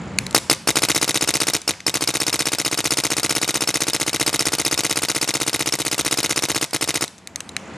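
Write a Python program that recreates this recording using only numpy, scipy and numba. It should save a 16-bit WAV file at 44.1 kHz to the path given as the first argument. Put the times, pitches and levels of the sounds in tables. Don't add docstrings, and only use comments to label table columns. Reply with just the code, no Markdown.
import sys
import numpy as np
from scipy import signal
from scipy.fft import rfft, irfft, next_fast_len
from scipy.io import wavfile
from scipy.ndimage import uniform_filter1d
from numba import njit

SR = 44100
rng = np.random.default_rng(int(sys.argv[2]) if len(sys.argv) > 2 else 0)


def transcribe(signal):
    frames = np.atleast_2d(signal).T
    limited = np.clip(frames, -1, 1)
    pcm = np.round(limited * 32767).astype(np.int16)
    wavfile.write(sys.argv[1], SR, pcm)


N = 342638

# pitch in Hz, relative level in dB per Hz.
TRAFFIC_TONE = [(24, -32), (55, -10.5), (130, -6), (185, -1.5), (400, -11), (860, -10.5), (2000, -14.5),
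                (5000, -27), (10000, -35), (15000, -84)]
WING_TONES_HZ = (6950, 7300)
# time in seconds, relative level in dB, favoured pitch in Hz.
CLICK_EVENTS = [(0.1866, 3, 3960), (.2660, -10.5, 5050), (0.3097, -14.5, 10000), (.3280, -20, 6000),
                (.5478, -10, 8050), (1.6170, -1, 6260), (1.7375, -8, 2200), (1.8043, -4.5, 3860),
                (6.709, -3, 8000), (7.079, -3.5, 5900), (7.181, -15, 8200), (7.1860, -18, 8300),
                (7.2733, -0.5, 6160), (7.359, 2.5, 6060), (7.4053, -1, 2880), (7.492, -10, 8700),
                (7.566, 0, 2200)]
# pitch in Hz, width in Hz, relative level in dB.
LOADER_MODES = [(2160, 600, 10.5), (2960, 220, -15), (3930, 330, 5.5), (4510, 650, -6), (6150, 700, 5),
                (7370, 300, 4), (8740, 330, 3), (9100, 400, -2), (13200, 500, -10)]
# the moment of the bolt's knock back, in seconds.
SHOT_TIMES = [0.3787, 0.5292, 0.705, 0.7866, 0.8505, 0.9164, 0.9778, 1.044, 1.1083, 1.1738, 1.2399, 1.3056,
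              1.369, 1.433, 1.4997, 1.565, 1.708, 1.8953, 1.971, 2.0391, 2.1045, 2.1697, 2.2323, 2.2957,
              2.3579, 2.4215, 2.4856, 2.549, 2.6146, 2.679, 2.7435, 2.8048, 2.8722, 2.9365, 3.0013, 3.067,
              3.133, 3.1972, 3.2618, 3.3243, 3.3816, 3.4449, 3.5073, 3.5718, 3.6373, 3.7047, 3.7711, 3.835,
              3.8988, 3.9632, 4.0296, 4.0942, 4.161, 4.2276, 4.2935, 4.3595, 4.4231, 4.4845, 4.551, 4.6144,
              4.6796, 4.7422, 4.8064, 4.8649, 4.9263, 4.9885, 5.0501, 5.1154, 5.179, 5.2432, 5.3064, 5.3692,
              5.4314, 5.4952, 5.5604, 5.6235, 5.6892, 5.7533, 5.818, 5.8804, 5.9442, 6.0102, 6.0788, 6.1408,
              6.2033, 6.2605, 6.3238, 6.3907, 6.453, 6.5165, 6.5775, 6.6421, 6.7624, 6.8414, 6.906, 6.9722,
              7.0397]
# ms from the knock back, crack level in dB, air hiss level in dB, favoured pitch in Hz.
CYCLE_BLOWS = [(-32.5, -21, -32, 5000), (-22, -6, -27, 1600), (-18.5, -1.5, -16, 6700),
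               (-18.8, -2, -16, 3030), (-18, 3.5, -17, 1400), (-17, 1.5, -12.5, 3740), (-14.5, 9, -8, 9000),
               (-14.5, 4, -16.5, 3100), (-12.5, 7.5, -21, 1900), (-12.5, -1, -14.5, 6200),
               (-8, 2, -14.5, 5800), (-6, -2.5, -25, 5900), (-4.5, -16, -27, 4700), (0.26, 8, -27, 2790),
               (.5, 5.5, -9.5, 11000), (4, -3, -25, 8600), (5.5, -1, -25, 1900), (6.4, 0, -15.5, 3900),
               (12.5, -18, -31.5, 3700), (19, -26, -29, 7200)]
# ms from the knock back, relative pop level in dB, relative barrel ring level in dB.
AIR_PUFFS = [(-19, -6, -32), (-17.5, -22, 12), (-14.5, -4.5, -32), (-14, -14, -2), (-10.5, -32, 6),
             (-8.5, -6, -28), (0.25, 2.43, -6.5)]
# pitch in Hz, width in Hz, relative level in dB.
BODY_MODES = [(1470, 430, 3.5), (2066, 202, 8.5), (2474, 215, 5.5), (2900, 500, -1), (3750, 183, 10),
              (5350, 330, 3), (5860, 150, 8.5), (6440, 210, 9.5), (6800, 330, 8.5), (8610, 760, 3.5),
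              (9800, 460, 2), (12800, 920, 7.5)]
# pitch in Hz, width in Hz, relative level in dB.
BARREL_MODES = [(145.5, 27.3, -8.5), (330, 40, 1.2), (438, 60, -8.5), (781, 88, -6.5)]
# pitch in Hz, width in Hz, relative level in dB.
VENT_MODES = [(1560, 260, -12), (2900, 580, -9), (4600, 230, -14), (7000, 1600, -17), (8280, 720, -11),
              (9100, 300, -7), (11760, 1200, -7.5)]
# pitch in Hz, left minus right in dB.
LEFT_LEVEL = [(60, -1.5), (180, -2.5), (550, 1), (1650, 1.5), (4970, 2), (8500, -0.5), (13000, -0.5)]
# pitch in Hz, lead of the left in radians.
LEFT_PHASE = [(0, 0.18), (9990, 0.35), (11800, 1.2), (13100, 0.9), (15400, 0.3)]
# pitch in Hz, seconds to fall by 60 dB, relative starting level in dB.
ECHO_TAIL = [(96, 0.28, -7.5), (900, 0.45, 0.5), (3880, 0.68, -4.5), (7700, 0.46, -0.5), (10800, 0.57, -8),
             (14500, 0.19, -7)]
# pitch in Hz, likeness from 0 to 1.
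LIKENESS = [(500, .97), (4000, 0.9), (8500, 0.94), (10500, 0), (15000, 0.1)]
# pitch in Hz, gain in dB.
MIC_COLOUR = [(40, -16), (70, 12), (1000, 0), (1750, -1), (2300, 0), (3150, -2.5), (4000, -1),
              (11000, -3.5), (13500, -13), (15500, -36)]

TRAFFIC_DB, CRICKET_DB = -37, -42.5
TICK_T60_MS, HISS_T60_MS, STRIKE_T60_MS = 9.2, 16.2, 2.47
STIFF_SHARE, STIFF_SHOTS = .03, 2.47
STROKE_SPREAD, SCATTER_MS = .006, 0.049
VENT_LEAD_MS, VENT_RISE_MS, VENT_FALL_DB_PER_MS = 30.4, 1.12, 1.6
RESTED_DB, REFILL_S = 6.5, 0.11
DRIVE_SPREAD_DB = 3.5
SPAN, BEFORE = 4096, 1764
HIGHEST_HZ = 15830


def amp(db):
    return 10 ** (np.asarray(db) / 20)


def read(points, hz):
    f, value = np.transpose(points)
    return np.interp(np.log(hz + 1), np.log(f + 1), value)


def mode(hz, centre_hz, width):
    return 1j * hz * width / (centre_hz ** 2 - hz ** 2 + 1j * hz * width)


def ring(hz, modes, favoured_hz=None, octaves=.5):
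    total = 0
    for centre_hz, width, db in modes:
        drive = 1
        if favoured_hz is not None:
            drive = np.exp(-.5 * (np.log2(centre_hz / favoured_hz) / octaves) ** 2)
        total = total + amp(db) * drive * mode(hz, centre_hz, width)
    return total


def place(times, spectra):
    out = np.zeros(N + SPAN)
    for s, sound in zip(times, irfft(spectra, SPAN)):
        start = round(s * SR) - BEFORE
        out[start:start + SPAN] += sound
    return out[:N]


def diffuse(count):
    hz = np.fft.rfftfreq(count, 1 / SR)
    left, other = rfft(rng.standard_normal((2, count)))
    same = np.clip(read(LIKENESS, hz), 0, 1)
    right = same * left + np.sqrt(1 - same ** 2) * other
    return hz, np.array([left, right])


def traffic():
    count = next_fast_len(N)
    hz, rumble = diffuse(count)
    rumble = rumble * amp(read(TRAFFIC_TONE, hz))
    low = 1 / (1 + (hz / 300) ** 4)
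    drone = irfft(rumble * low, count)[:, :N]
    wash = irfft(rumble * (1 - low), count)[:, :N]
    away = np.arange(N) / N
    mix = drone * amp(-5.0 * away) + wash * amp(0.96 * away)
    return amp(TRAFFIC_DB) * mix / (drone + wash).std()


def cricket():
    t = np.arange(N) / SR
    phase = ((t - .099) * 50.0 + .5) % 1 - .5
    pulse = np.exp(-(phase / .2) ** 2)
    swell = .35 + .65 * np.cos(np.pi * (t - .092) * 12.66) ** 2
    tones = sum(np.sin(2 * np.pi * hz * t) for hz in WING_TONES_HZ)
    smooth_noise = uniform_filter1d(uniform_filter1d(rng.standard_normal(N), size=40), size=40)
    rasp = .5 + 6.0 * smooth_noise
    return amp(CRICKET_DB) * pulse * swell * tones * rasp


def clicks():
    hz, ms = np.fft.rfftfreq(SPAN, 1 / SR), np.arange(1024) / SR * 1000
    thin = mode(hz, 4300, 13400) ** 2
    spectra = []
    for _, db, favoured_hz in CLICK_EVENTS:
        tick = rng.standard_normal(1024) * amp(-60 * ms / TICK_T60_MS)
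        tick[0] += 3.0
        tick = np.roll(np.pad(tick, (0, SPAN - 1024)), BEFORE)
        shell = 0.28 * mode(hz, 4500, 9000) + ring(hz, LOADER_MODES, favoured_hz, octaves=0.98)
        spectra.append(amp(db) * rfft(tick) * shell * thin)
    return place([row[0] for row in CLICK_EVENTS], np.array(spectra))


def marker():
    shots = np.reshape(SHOT_TIMES, (-1, 1))
    count = len(shots)
    hz, ms = np.fft.rfftfreq(SPAN, 1 / SR), np.arange(SPAN) / SR * 1000
    thin = mode(hz, 3450, 16200)

    lag, drift, gust = rng.standard_normal((count, 3, 1)).transpose(1, 0, 2)
    stiff = STIFF_SHARE * np.exp(-np.arange(count)[:, None] / STIFF_SHOTS)
    pace = 1 + stiff + STROKE_SPREAD * lag
    rested = 1 - np.exp(-(np.diff(shots, axis=0, prepend=0) / REFILL_S) ** 2)

    def delay(at_ms):
        return np.exp(-2j * np.pi * hz * (at_ms / 1000 + BEFORE / SR))

    def puff(pop_db, ring_db):
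        pop = mode(hz, 603, 1320) ** 2
        return amp(10.0) * (amp(pop_db) * pop + amp(ring_db) * ring(hz, BARREL_MODES))

    total = 0
    for at_ms, crack_db, hiss_db, favoured_hz in CYCLE_BLOWS:
        late, size = rng.standard_normal((count, 2, 1)).transpose(1, 0, 2)
        burst = rng.standard_normal((count, 1024)) * amp(-60 * ms[:1024] / HISS_T60_MS)
        strike = rng.standard_normal(1024) * amp(-60 * ms[:1024] / STRIKE_T60_MS)
        chatter = 1 + 0.271 * rfft(strike, SPAN)
        crack = amp(crack_db + 1.3 * size) * chatter
        hiss = amp(hiss_db) * rfft(burst, SPAN)
        metal = 0.5 * mode(hz, favoured_hz, 2.46 * favoured_hz)
        metal = metal + ring(hz, BODY_MODES, favoured_hz, octaves=0.32)
        total = total + (crack + hiss) * metal * thin * delay(at_ms * pace + SCATTER_MS * late)

    for at_ms, pop_db, ring_db in AIR_PUFFS:
        size = amp(0.8 * rng.standard_normal((count, 1)))
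        total = total + size * puff(pop_db, ring_db) * delay(at_ms * pace)

    drive_db = RESTED_DB * rested + DRIVE_SPREAD_DB * gust
    flow = np.minimum(ms / VENT_RISE_MS, 1) * amp(-VENT_FALL_DB_PER_MS * ms)
    jet = rfft(rng.standard_normal((count, SPAN)) * flow)
    whistle = amp(.5 * drive_db + 1.0) * mode(hz, 5150 + 110 * drift, 278)
    pipe = 0.2 * mode(hz, 6300, 6600) + ring(hz, VENT_MODES) + whistle
    vent = amp(0.38 * drive_db + 0.5) * jet * pipe * thin
    vent = vent + amp(RESTED_DB * rested) * puff(-0.55, -10.0)
    total = total + vent * delay(-VENT_LEAD_MS * pace)
    return amp(12.5) * place(shots[:, 0], total)


def ports(x):
    count = next_fast_len(N)
    hz = np.fft.rfftfreq(count, 1 / SR)
    half = amp(read(LEFT_LEVEL, hz) / 2) * np.exp(.5j * read(LEFT_PHASE, hz))
    flutter = uniform_filter1d(rng.standard_normal(N), size=30) * np.sqrt(30)
    apart = amp(-10.0) * rfft(x * flutter, count) * mode(hz, 12000, 5000) ** 2
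    both = rfft(x, count) * np.array([half, 1 / half])
    return irfft(both + np.array([apart, -apart]), count)[:, :N]


def street(x):
    f, t60, db = np.transpose(ECHO_TAIL)
    tail = irfft(diffuse(SR)[1], SR)
    hz, t, z = signal.stft(tail, SR, nperseg=256)
    start_db = read(np.c_[f, db], hz)[:, None]
    fall_db = 60 * t / read(np.c_[f, t60], hz)[:, None]
    tail = signal.istft(z * amp(start_db - fall_db), SR, nperseg=256)[1]
    tail = tail * np.clip(np.arange(tail.shape[1]) / SR / 0.0039, 0, 1)
    scattered = x * rng.choice([-1., 1.], N)
    return signal.fftconvolve(scattered[None], tail / np.linalg.norm(tail[0]), axes=1)[:, :N]


def scene():
    near = marker() + clicks()
    return ports(near) + amp(-17.5) * street(near) + traffic() + cricket()


@njit
def follow(over_db, attack, hold, release_db):
    out, state, wait = np.zeros(len(over_db)), 0.0, 0.0
    for i in range(len(over_db)):
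        if over_db[i] > state:
            state += attack * (over_db[i] - state)
            wait = hold
        elif wait > 0:
            wait -= 1
        else:
            state = max(state - release_db, 0.0)
        out[i] = state
    return out


def level_db(x):
    power = uniform_filter1d((x ** 2).mean(0), size=88)
    return 10 * np.log10(abs(power) + 1e-12)


def record(dry):
    hz = np.fft.rfftfreq(4096, 1 / SR)
    log_gain = np.log(amp(read(MIC_COLOUR, hz)))
    circle = np.r_[log_gain, log_gain[-2:0:-1]]
    taps = np.fft.ifft(np.exp(circle - 1j * signal.hilbert(circle).imag)).real
    x = signal.oaconvolve(dry, taps[None, :2048], axes=1)[:, :N]
    x = x / amp(follow(level_db(x) + 14.0, 1 / (0.0247 * SR), .2 * SR, 25.0 / SR))
    x = x / amp(follow(level_db(x) + 9.0, 1 / (.002 * SR), .01 * SR, 100.0 / SR))
    x = np.clip(x, -.9, .9)
    band = signal.firwin(511, HIGHEST_HZ, window=("kaiser", 9), fs=SR)
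    return signal.oaconvolve(x, band[None], "same")


dry = scene()
out = record(dry)
transcribe(out)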